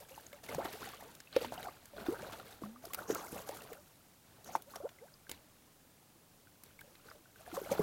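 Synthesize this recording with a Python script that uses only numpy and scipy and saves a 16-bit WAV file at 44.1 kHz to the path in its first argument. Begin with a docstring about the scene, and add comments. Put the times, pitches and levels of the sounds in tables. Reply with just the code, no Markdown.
"""A hooked fish thrashes at the surface of a shallow river while an angler draws it in by hand.
The current hisses softly throughout. From the start, strokes churn bubbles and foam and throw spray that
patters back; drips ring, closed air pockets ring with a pitch glide (mostly up), sheets of water smack and,
from 1.4 s, thin jets hiss. Bouts fill 0-3.7 s, 4.2-5.3 s and 6.6 s to the end; foam and falling drops
fade in between. Bubbles are gliding decaying sines, washes are coloured noise."""
import sys
import numpy as np
from scipy import signal
from scipy.fft import rfft, irfft
from scipy.io import wavfile
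from scipy.ndimage import map_coordinates

SR = 44100
rng = np.random.default_rng(int(sys.argv[2]) if len(sys.argv) > 2 else 0)


def put_to_file(sound):
    """Save the sound as 16-bit audio at rate SR, in the file named by the first command-line argument."""
    columns = np.atleast_2d(sound).T  # one column per channel
    safe = np.clip(columns, -1, 1)
    whole_steps = np.round(safe * 32767)
    wavfile.write(sys.argv[1], SR, whole_steps.astype(np.int16))


N = 344862

# Spectra of the continuous hiss: (frequency [Hz], relative density [dB per Hz])
RIVER_SPECTRUM = [(13, -66), (22, -1), (44, -15), (92, -3.5), (132, -2), (263, -6), (302, -7.5), (398, -11),
                  (510, -10), (961, -14.5), (1580, -17.5), (1910, -19.5), (2520, -20), (10600, -20.5),
                  (16000, -20.5)]
CHURN_SPECTRUM = [(50, -14), (90, 5.5), (140, 6), (230, -2), (350, 0.5), (480, 3.5), (620, 3.5), (830, 1),
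                  (1080, -4.5), (1400, 0.5), (1750, -20), (2400, -18), (4000, -18)]
HEAVE_SPECTRUM = [(22, -32), (50, -4.5), (100, -3), (170, -11), (300, -13), (600, -69)]
BIG_DROP_SPECTRUM = [(1100, -1.5), (1900, -1), (2600, -3), (3400, -3.5), (4300, -2), (5100, -18),
                     (7000, -19)]
FINE_DROP_SPECTRUM = [(3200, -32), (4900, -5), (6400, -2.5), (8500, -5.5), (11000, -4), (13500, -1),
                      (16000, -8.5)]
SMACK_SPECTRUM = [(150, 31), (700, -2), (1500, 6.5), (3000, 3.5), (5000, 0), (8000, -0.5), (13000, -2),
                  (16000, 4.5)]
# Strokes of body and tail: (time [s], swell [s], hold with swell [s], churn level [dB], spray level [dB],
# big over fine drops [dB]); levels nominal
STROKES = [ (0, 0.0027, 0.021, -57, -61, -1.5), (0.077, 0.015, 0.2, -63, -62.5, -2),
           (0.329, 0.015, 0.032, -59.5, -65, 0), (0.428, 0.01, 0.013, -53.5, -55, 1.5),
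           (0.48, .01, 0.055, -47.5, -56.5, 4.5), (0.572, .015, 0.041, -46, -60.5, 4.5),
           (0.631, 0.02, 0.025, -44, -50.5, 1.5), (0.704, 0.023, 0.04, -51, -53.5, .5),
           (0.778, .04, 0.078, -48.5, -53.5, 3), (0.87, .015, 0.077, -64, -61.5, 5),
           (0.966, 0.022, 0.14, -58.5, -66, -2), (1.306, 0.061, 0.047, -50.5, -53.5, 7),
           (1.398, 0.018, 0.036, -45, -53.5, 5.5), (1.509, .015, 0.034, -49.5, -58, 1),
           (1.571, 0.017, 0.04, -49, -58, 0.5), (1.63, 0.011, 0.025, -48.5, -58.5, -16),
           (1.932, 0.059, 0.076, -45.5, -62, 7), (2.051, .004, 0.095, -46.5, -59, -0.5),
           (2.162, 0.037, .13, -48, -61.5, 4.5), (2.315, 0.0087, 0.02, -52, -56.5, 3),
           (2.37, .015, 0.026, -55, -63.5, 4), (2.44, 0.012, 0.089, -60, -64.5, 3.5),
           (2.606, .015, .04, -55.5, -62.5, -1), (2.816, .015, 0.11, -58, -63, -1.5),
           (2.961, 0.023, .045, -45.5, -56, -4), (3.067, 0.038, 0.027, -38, -46, -5.5),
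           (3.135, 0.011, 0.07, -49, -56, -0.5), (3.215, 0.015, 0.072, -55, -61, -8),
           (3.295, 0.029, 0.092, -46, -53.5, -4), (3.447, 0.025, 0.11, -51.5, -57, -3),
           (3.564, .02, 0.11, -56.5, -65.5, 2), (3.682, 0.013, .05, -56, -63, -9),
           (4.184, 0.14, 0.23, -67, -79.5, 8), (4.424, 0.06, 0.13, -53.5, -61.5, -1.5),
           (4.658, 0.06, 0.042, -56.5, -56.5, -6), (4.734, 0.019, 0.014, -50.5, -63, 1),
           (5.288, .015, 0.025, -58.5, -62.5, 5), (6.626, 0.031, 0.038, -67, -66.5, 1),
           (6.79, .02, 0.21, -74, -71.5, -2), (7.034, 0.026, 0.079, -61, -66, 0.5),
           (7.33, 0.053, 0.088, -66.5, -65.5, 0.5), (7.438, 0.024, 0.089, -59, -63, 1),
           (7.528, .02, 0.034, -48, -51.5, -3), (7.617, 0.02, 0.02, -53.5, -60.5, 2.5),
           (7.645, .015, 0.05, -52, -62.5, 4), (7.675, 0.042, .055, -38.5, -49.5, 0),
           (7.767, 0.017, .07, -42.5, -62, 5)]
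# Biggest drops falling back: (time [s], peak level [dB], pitch [Hz])
DRIPS = [ (.091, -55, 2200), (.144, -49.5, 2780), (0.266, -40.5, 6600), (0.489, -38, 2100),
         (.935, -43.5, 1130), (1.008, -49, 1820), (1.273, -46.5, 2600), (1.328, -41.5, 4100),
         (1.578, -40.5, 2870), (1.629, -42, 3930), (2.398, -41.5, 1370), (2.526, -47.5, 3760),
         (2.76, -47, 1190), (3.239, -44, 1350), (3.607, -45.5, 2690), (4.737, -44, 1100),
         (4.763, -40, 5650), (4.865, -52, 1380), (4.986, -52, 2050), (5.083, -56.5, 1550),
         (5.14, -48, 4920), (5.268, -50.5, 1570), (6.471, -55.5, 1480), (6.791, -44, 2230),
         (6.814, -45, 1590), (6.955, -54.5, 4100), (7.087, -46.5, 1420), (7.101, -47, 4920),
         (7.256, -55, 1470), (7.359, -51.5, 1520), (7.463, -48, 1680), (7.516, -44.5, 1390),
         (7.648, -47, 2170), (7.782, -40, 1400)]
# Air pockets closed by the fish: (time [s], nominal peak level [dB], starting pitch [Hz],
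# rise [octaves/s], swell [s], t60 [s])
POCKETS = [ (.109, -50, 520, 2, .003, .11), (.178, -39.5, 874, -10, .0006, .034),
           (.331, -47, 595, -2.5, .001, .1), (.523, -36, 617, -6, .0066, .035),
           (.547, -31, 730, -5, .0017, .01), (.55, -41.5, 132, 22, .004, .18),
           (.5818, -29.5, 452, 43, .002, .12), (.649, -36, 654, 45, .005, .04),
           (.818, -39, 980, 33, .003, .02), (1.024, -40.5, 660, -4, .0023, .018),
           (1.04, -53, 401, 13, .018, .11), (1.3632, -15.5, 520, -4, .004, .034),
           (1.372, -34, 462, 9, .0056, .064), (1.412, -34, 434, 18, .003, .086),
           (1.4462, -31, 850, 23, .0006, .014), (1.465, -47.5, 233, 4, .007, .2),
           (1.522, -29.5, 700, -24, .001, .017), (1.577, -38.5, 720, 6, .001, .065),
           (1.668, -34, 720, 25, .005, .025), (1.683, -38.5, 1110, 31, .0035, .022),
           (1.934, -45, 590, 0, .002, .083), (2.084, -25, 311, 21, .0025, .083),
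           (2.121, -32, 410, 23, .005, .07), (2.621, -34, 338, -15, .0012, .017),
           (2.635, -38, 1110, 3, .0023, .022), (2.636, -38, 200, 2.2, .002, .38),
           (2.841, -39.5, 635, 10.5, .001, .07), (2.87, -46.5, 396, -2, .003, .04),
           (2.9, -47, 1060, 12, .01, .044), (3.099, -21.5, 410, 6.5, .004, .045),
           (3.12, -39, 300, 0, .005, .077), (3.155, -26.5, 1240, 30, .0018, .014),
           (3.328, -33, 313, -9, .0012, .012), (3.363, -33, 543, 34, .0023, .012),
           (3.492, -28.5, 583, 0, .0026, .012), (3.713, -41, 417, 25, .01, .035),
           (3.775, -54, 580, 3.5, .008, .11), (4.486, -39.5, 703, 20, .0067, .042),
           (4.5515, -18.5, 900, -20, .002, .014), (4.557, -38, 330, 0, .0015, .02),
           (4.655, -54, 508, 12, .033, .1), (4.759, -36.5, 716, -18, .0012, .021),
           (4.802, -41.5, 539, 13.5, .0014, .16), (4.83, -32, 335, 52, .028, .041),
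           (4.998, -49.5, 391, 24, .036, .14), (6.84, -57, 540, 15, .005, .05),
           (6.876, -57, 510, 2, .004, .08), (7.114, -39, 1290, 0, .001, .009),
           (7.147, -54, 594, 1, .005, .14), (7.476, -40, 667, 18, .0027, .03),
           (7.527, -39, 313, 10, .003, .06), (7.5405, -36, 760, -12, .0015, .03),
           (7.5678, -34, 1200, -70, .0015, .03), (7.573, -30, 490, 21.5, .005, .053),
           (7.615, -34.5, 430, -16, .0024, .063), (7.656, -42, 535, 32, .007, .043),
           (7.7155, -21, 560, 0, .004, .024), (7.716, -30, 220, 11, .0025, .022),
           (7.7925, -19.5, 425, -4, .004, .07), (7.795, -26.5, 190, 0, .005, .06)]
# Smacks and flicks of water: (time [s], nominal level [dB], treble gain above 4 kHz [dB])
SMACKS = [ (.1598, -56, 8), (0.2648, -48, 0), (0.3288, -37.5, -5.5), (.4624, -40.5, -4), (0.5463, -30, 0.5),
          (0.6544, -31.5, -9.5), (.7283, -44, 7), (0.8885, -39, 0), (1.1502, -44.5, 2), (1.202, -39, -3),
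          (1.363, -22.5, -15), (1.447, -30, -11), (1.539, -45, 8), (1.6284, -40, -4), (1.8556, -47.5, 10),
          (2.062, -35.5, -14), (2.2196, -42, 1), (2.331, -35, -9), (2.8526, -43, 10), (2.9338, -31.5, 2),
          (2.945, -27, 0), (3.106, -33, -3), (3.1476, -36.5, 8.5), (3.489, -35.5, 4), (3.5696, -40.5, 1),
          (3.6194, -52, 16), (3.73, -36, -7), (4.444, -61, 22), (4.5527, -30.5, -10), (4.56, -41, 3),
          (4.621, -53, 18), (4.7571, -35, -0.5), (4.89, -42.5, -6), (5.294, -36, 2), (5.3141, -32.5, 3.5),
          (6.6354, -45, 5.5), (6.79, -47, -2), (6.809, -47, 7), (6.952, -50, -5), (7.5147, -46, -8),
          (7.5483, -44, 4), (7.7143, -34, -6)]
# Thin sideways jets: (time [s], peak rms level [dB], length [s])
JETS = [(1.398, -60, 0.084), (3.062, -53, .064), (3.082, -48, 0.065), (3.148, -56, 0.076),
        (4.441, -59, 0.07), (4.507, -55, 0.08), (7.705, -50, 0.036)]

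RIVER_DB = -64.5
STROKE_T60_S = 0.37
FOAM_DB, FOAM_T60_S = -9, 1.0   # foam keeps bursting after a stroke
FALLBACK_DB, FALLBACK_T60_S = -15.5, 3.36   # thrown drops keep landing
HEAVE_DB_PER_SIZE_DB = 0.55   # strokes that throw big drops displace more water
SMACK_ATTACK_S, SMACK_T60_S = 0.0011, 0.018
SMACK_HALVING_DB = 32   # thin, bright sheets die sooner: this much more treble halves the ring
JET_HZ = 6180
STRAY_LIMIT_DB = -52.5   # lone bubbles grow no louder once the stir passes this
CUTOFF_HZ = 16100


def from_db(db):
    """Decibels to amplitude."""
    return 10 ** (np.asarray(db) / 20)


def rms_one(x):
    """Scale to unit rms."""
    return x / np.sqrt(np.mean(x ** 2) + 1e-20)


def at_hz(spectrum, hz):
    """Amplitude gain of a spectrum, interpolated in dB over log frequency."""
    points_hz, points_db = np.transpose(spectrum)
    return from_db(np.interp(np.log(hz + 1e-9), np.log(points_hz), points_db))


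def add(out, time_s, sound):
    """Mix a sound in at a time."""
    i = int(np.clip(round(time_s * SR), 0, N - 1))
    out[i:i + len(sound)] += sound[:N - i]


def noise(spectrum):
    """Steady noise of a given colour; rms 1."""
    size = 2 ** 19
    gain = at_hz(spectrum, np.fft.rfftfreq(size, 1 / SR))
    coloured = irfft(rfft(rng.standard_normal(size)) * gain)
    return rms_one(coloured[:N])


def drift(per_s):
    """Random wandering through per_s points a second; spread near 1."""
    return np.interp(np.arange(N) / SR * per_s, np.arange(4000), rng.standard_normal(4000))


def butter(x, order, hz, kind):
    """Butterworth filter."""
    return signal.sosfilt(signal.butter(order, hz, kind, fs=SR, output="sos"), x)


def bubble(hz, rise_oct_per_s, swell_s, t60_s):
    """Trapped air swells, rings and dies; its pitch glides as it closes and nears the surface."""
    t = np.arange(int((2 * swell_s + t60_s) * SR) + 8) / SR
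    octaves = np.clip(rise_oct_per_s * t * t / (t + swell_s), -1, 2)
    pitch_hz = np.minimum(hz * 2 ** octaves, SR / 2)
    swell = np.sin(np.pi / 2 * np.minimum(t / swell_s, 1)) ** 2
    decay = from_db(-60 * np.maximum(t - swell_s, 0) / t60_s)
    return swell * decay * np.sin(2 * np.pi * np.cumsum(pitch_hz) / SR)


def bubble_cloud(spectrum, low_hz, high_hz, per_s, cycles, glide_oct, spread_db, clump_db,
                 patchy_db=3, count=56):
    """Bubbles born in random clumps, small ones more often; each glides over its ring; rms 1."""
    pitches_hz = np.geomspace(low_hz, high_hz, count)
    share = np.sqrt(pitches_hz) / np.sqrt(pitches_hz).sum()
    clumps = from_db(clump_db * drift(110))
    births = np.flatnonzero(rng.random(N) < per_s * clumps / SR)
    strength = from_db(spread_db * np.minimum(rng.exponential(1, N), 4))
    strength = (strength * rng.choice([-1, 1], N))[births]
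    kind = np.searchsorted(np.cumsum(share), rng.random(N))[births]
    # bubbles of like size come in shoals, so the colour keeps shifting
    shoals = map_coordinates(rng.standard_normal((count, 400)), [kind / 3, births / SR * 40], order=1)
    strength = strength * from_db(patchy_db * shoals)
    variation = rng.uniform(0.46, 1.73, (count, 2))
    out = np.zeros(N)
    for k, (hz, (ring, climb)) in enumerate(zip(pitches_hz, variation)):
        t60_s = cycles * ring / hz
        grain = bubble(hz, glide_oct * climb / t60_s, .11 * t60_s, t60_s)
        # energy follows the spectrum, whatever the birth rate
        grain = grain * at_hz(spectrum, hz) * np.sqrt(hz / share[k] / np.sum(grain ** 2))
        where = births[kind == k, None] + np.arange(len(grain))
        out += np.bincount(where.ravel(), (strength[kind == k, None] * grain).ravel(), N)[:N]
    return rms_one(out)


def river():
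    """Even hiss of distant riffles, with small ripples lapping nearby as bubbles."""
    ripples = bubble_cloud(RIVER_SPECTRUM, 250, 3000, per_s=90, cycles=28, glide_oct=.5,
                           spread_db=2, clump_db=2, patchy_db=2, count=30)
    return from_db(RIVER_DB) * (from_db(0.5) * noise(RIVER_SPECTRUM) + from_db(-12) * ripples)


def thrashing():
    """Stroke powers swell, hold and die into foam and falling drops; gives churn, spray, size in dB."""
    churn, fine, big = np.full((3, N), 1e-12)
    for time_s, swell_s, hold_s, churn_db, spray_db, size_db in STROKES:
        t = np.arange(N - int(time_s * SR)) / SR
        swell = np.minimum(t / swell_s, 1) ** 3
        after_s = np.maximum(t - hold_s, 0)
        push = from_db(-60 * after_s / STROKE_T60_S)
        foam = from_db(FOAM_DB - 60 * after_s / FOAM_T60_S)
        fallback = from_db(FALLBACK_DB - 60 * after_s / FALLBACK_T60_S)
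        drops = swell * (from_db(spray_db) * np.maximum(push, fallback)) ** 2
        add(churn, time_s, swell * (from_db(churn_db) * np.maximum(push, foam)) ** 2)
        add(fine, time_s, drops)
        add(big, time_s, drops * from_db(size_db) ** 2)
    return 10 * np.log10([churn, fine, big / fine])


def churned_water(level_db, size_db):
    """Bubble cloud on a wash of foam, with the low heave of displaced water."""
    bubbles = bubble_cloud(CHURN_SPECTRUM, 170, 2200, per_s=900, cycles=25, glide_oct=.75,
                           spread_db=3, clump_db=2.5, patchy_db=3)
    foamy = bubbles + from_db(-10) * noise(CHURN_SPECTRUM)
    heave_db = -61.5 + .5 * (level_db + 43) + HEAVE_DB_PER_SIZE_DB * size_db
    return from_db(level_db - 1.43) * foamy + from_db(heave_db) * noise(HEAVE_SPECTRUM)


def spray(level_db, size_db):
    """Drops patter back as very short pings on a fizz; big drops ping lower."""
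    fine = bubble_cloud(FINE_DROP_SPECTRUM, 4500, 16300, per_s=2000, cycles=20.3, glide_oct=0.097,
                        spread_db=3.0, clump_db=6.5, patchy_db=1.5)
    big = bubble_cloud(BIG_DROP_SPECTRUM, 1600, 5200, per_s=1500, cycles=17.2, glide_oct=0.28,
                       spread_db=2.5, clump_db=2.5, patchy_db=3.0, count=30)
    fine = from_db(-1.73) * fine + from_db(-10.5) * noise(FINE_DROP_SPECTRUM)
    big = from_db(-4.0) * big + from_db(-7.5) * noise(BIG_DROP_SPECTRUM)
    return from_db(level_db) * (fine + from_db(size_db) * big)


def strays(stir_db, low_hz, high_hz, over_db, spread_db, rise_oct_per_s, cycles, count):
    """Lone bubbles at random moments; level follows the stir of the water, up to a limit."""
    out = np.zeros(N)
    for when, size, weakness, climb in rng.random((count, 4)):
        hz = low_hz * (high_hz / low_hz) ** size
        db = min(stir_db[int(when * N)], STRAY_LIMIT_DB) + over_db - spread_db * weakness
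        sound = bubble(hz, 2 * rise_oct_per_s * climb, 2 / hz, cycles / hz)
        add(out, when * N / SR, from_db(db) * sound)
    return out


def drips():
    """Each drop traps one small bubble that rings for a few tens of cycles."""
    out = np.zeros(N)
    for time_s, db, hz in DRIPS:
        add(out, time_s, from_db(db) * bubble(hz, rise_oct_per_s=5.7, swell_s=0.00066, t60_s=42 / hz))
    return out


def air_pockets():
    """Big pockets ring one by one; uneven shape adds a weaker, shorter upper mode."""
    out = np.zeros(N)
    for time_s, db, hz, rise, swell_s, t60_s in POCKETS:
        add(out, time_s, from_db(db) * bubble(hz, rise, swell_s, t60_s))
        add(out, time_s, from_db(db - 16) * bubble(1.7 * hz, rise, swell_s, 0.3 * t60_s))
    return out * from_db(1.2 * drift(400))   # slight level flutter


def smacks():
    """A sheet of water hits the surface and shatters: a burst of tiny pings dying within milliseconds."""
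    pings = bubble_cloud(SMACK_SPECTRUM, 350, 15500, per_s=12000, cycles=13, glide_oct=.1,
                         spread_db=1.5, clump_db=1, patchy_db=4)
    dull, bright = butter(pings, 3, 4000, "low"), butter(pings, 3, 4000, "high")
    out = np.zeros(N)
    for time_s, db, treble_db in SMACKS:
        t60_s = SMACK_T60_S * 2 ** (-treble_db / SMACK_HALVING_DB)
        i = np.arange(int(time_s * SR), min(int((time_s + t60_s) * SR), N))
        t = (i - i[0]) / SR
        attack = 1 - np.exp(-t / SMACK_ATTACK_S)
        decay = from_db(db + 1.0 - 60 * t / t60_s)
        add(out, time_s, attack * decay * (dull[i] + from_db(treble_db) * bright[i]))
    return out


def scatter(x, t60_s, level_db):
    """The rippled surface throws back a short, dull smear: a decaying noise tail."""
    t = np.arange(SR // 4) / SR
    tail = butter(rng.standard_normal(len(t)), 1, 3500, "low") * from_db(-60 * t / t60_s)
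    return from_db(level_db) * signal.oaconvolve(x, tail / np.linalg.norm(tail))[:N]


def jets():
    """A jet tears into drops of one size: a narrow hiss that swells and fades."""
    out = np.zeros(N)
    for time_s, db, length_s in JETS:
        hiss = butter(rng.standard_normal(SR // 4), 2, [JET_HZ / 1.11, JET_HZ * 1.11], "band")
        swell = np.hanning(int(length_s * SR))
        add(out, time_s, from_db(db) * swell * rms_one(hiss)[:len(swell)])
    return out


def scene():
    """The fish in the flowing river."""
    churn_db, spray_db, size_db = thrashing()
    gurgles = strays(churn_db, 391, 1163, over_db=6.5, spread_db=9, rise_oct_per_s=8.7, cycles=52, count=70)
    droplets = strays(spray_db, 1236, 5120, over_db=13, spread_db=8.5, rise_oct_per_s=10.0,
                      cycles=30, count=200)
    slaps = gurgles + droplets + drips() + air_pockets() + smacks()
    fish = churned_water(churn_db, size_db) + spray(spray_db, size_db)
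    fish += slaps + scatter(slaps, t60_s=0.063, level_db=-15.5) + jets()
    return (river() + fish)[None]


def record(dry):
    """Steep elliptic low-pass cuts the top."""
    return signal.sosfilt(signal.ellip(12, .1, 70, CUTOFF_HZ, fs=SR, output="sos"), dry)


dry = scene()
out = record(dry)
put_to_file(out)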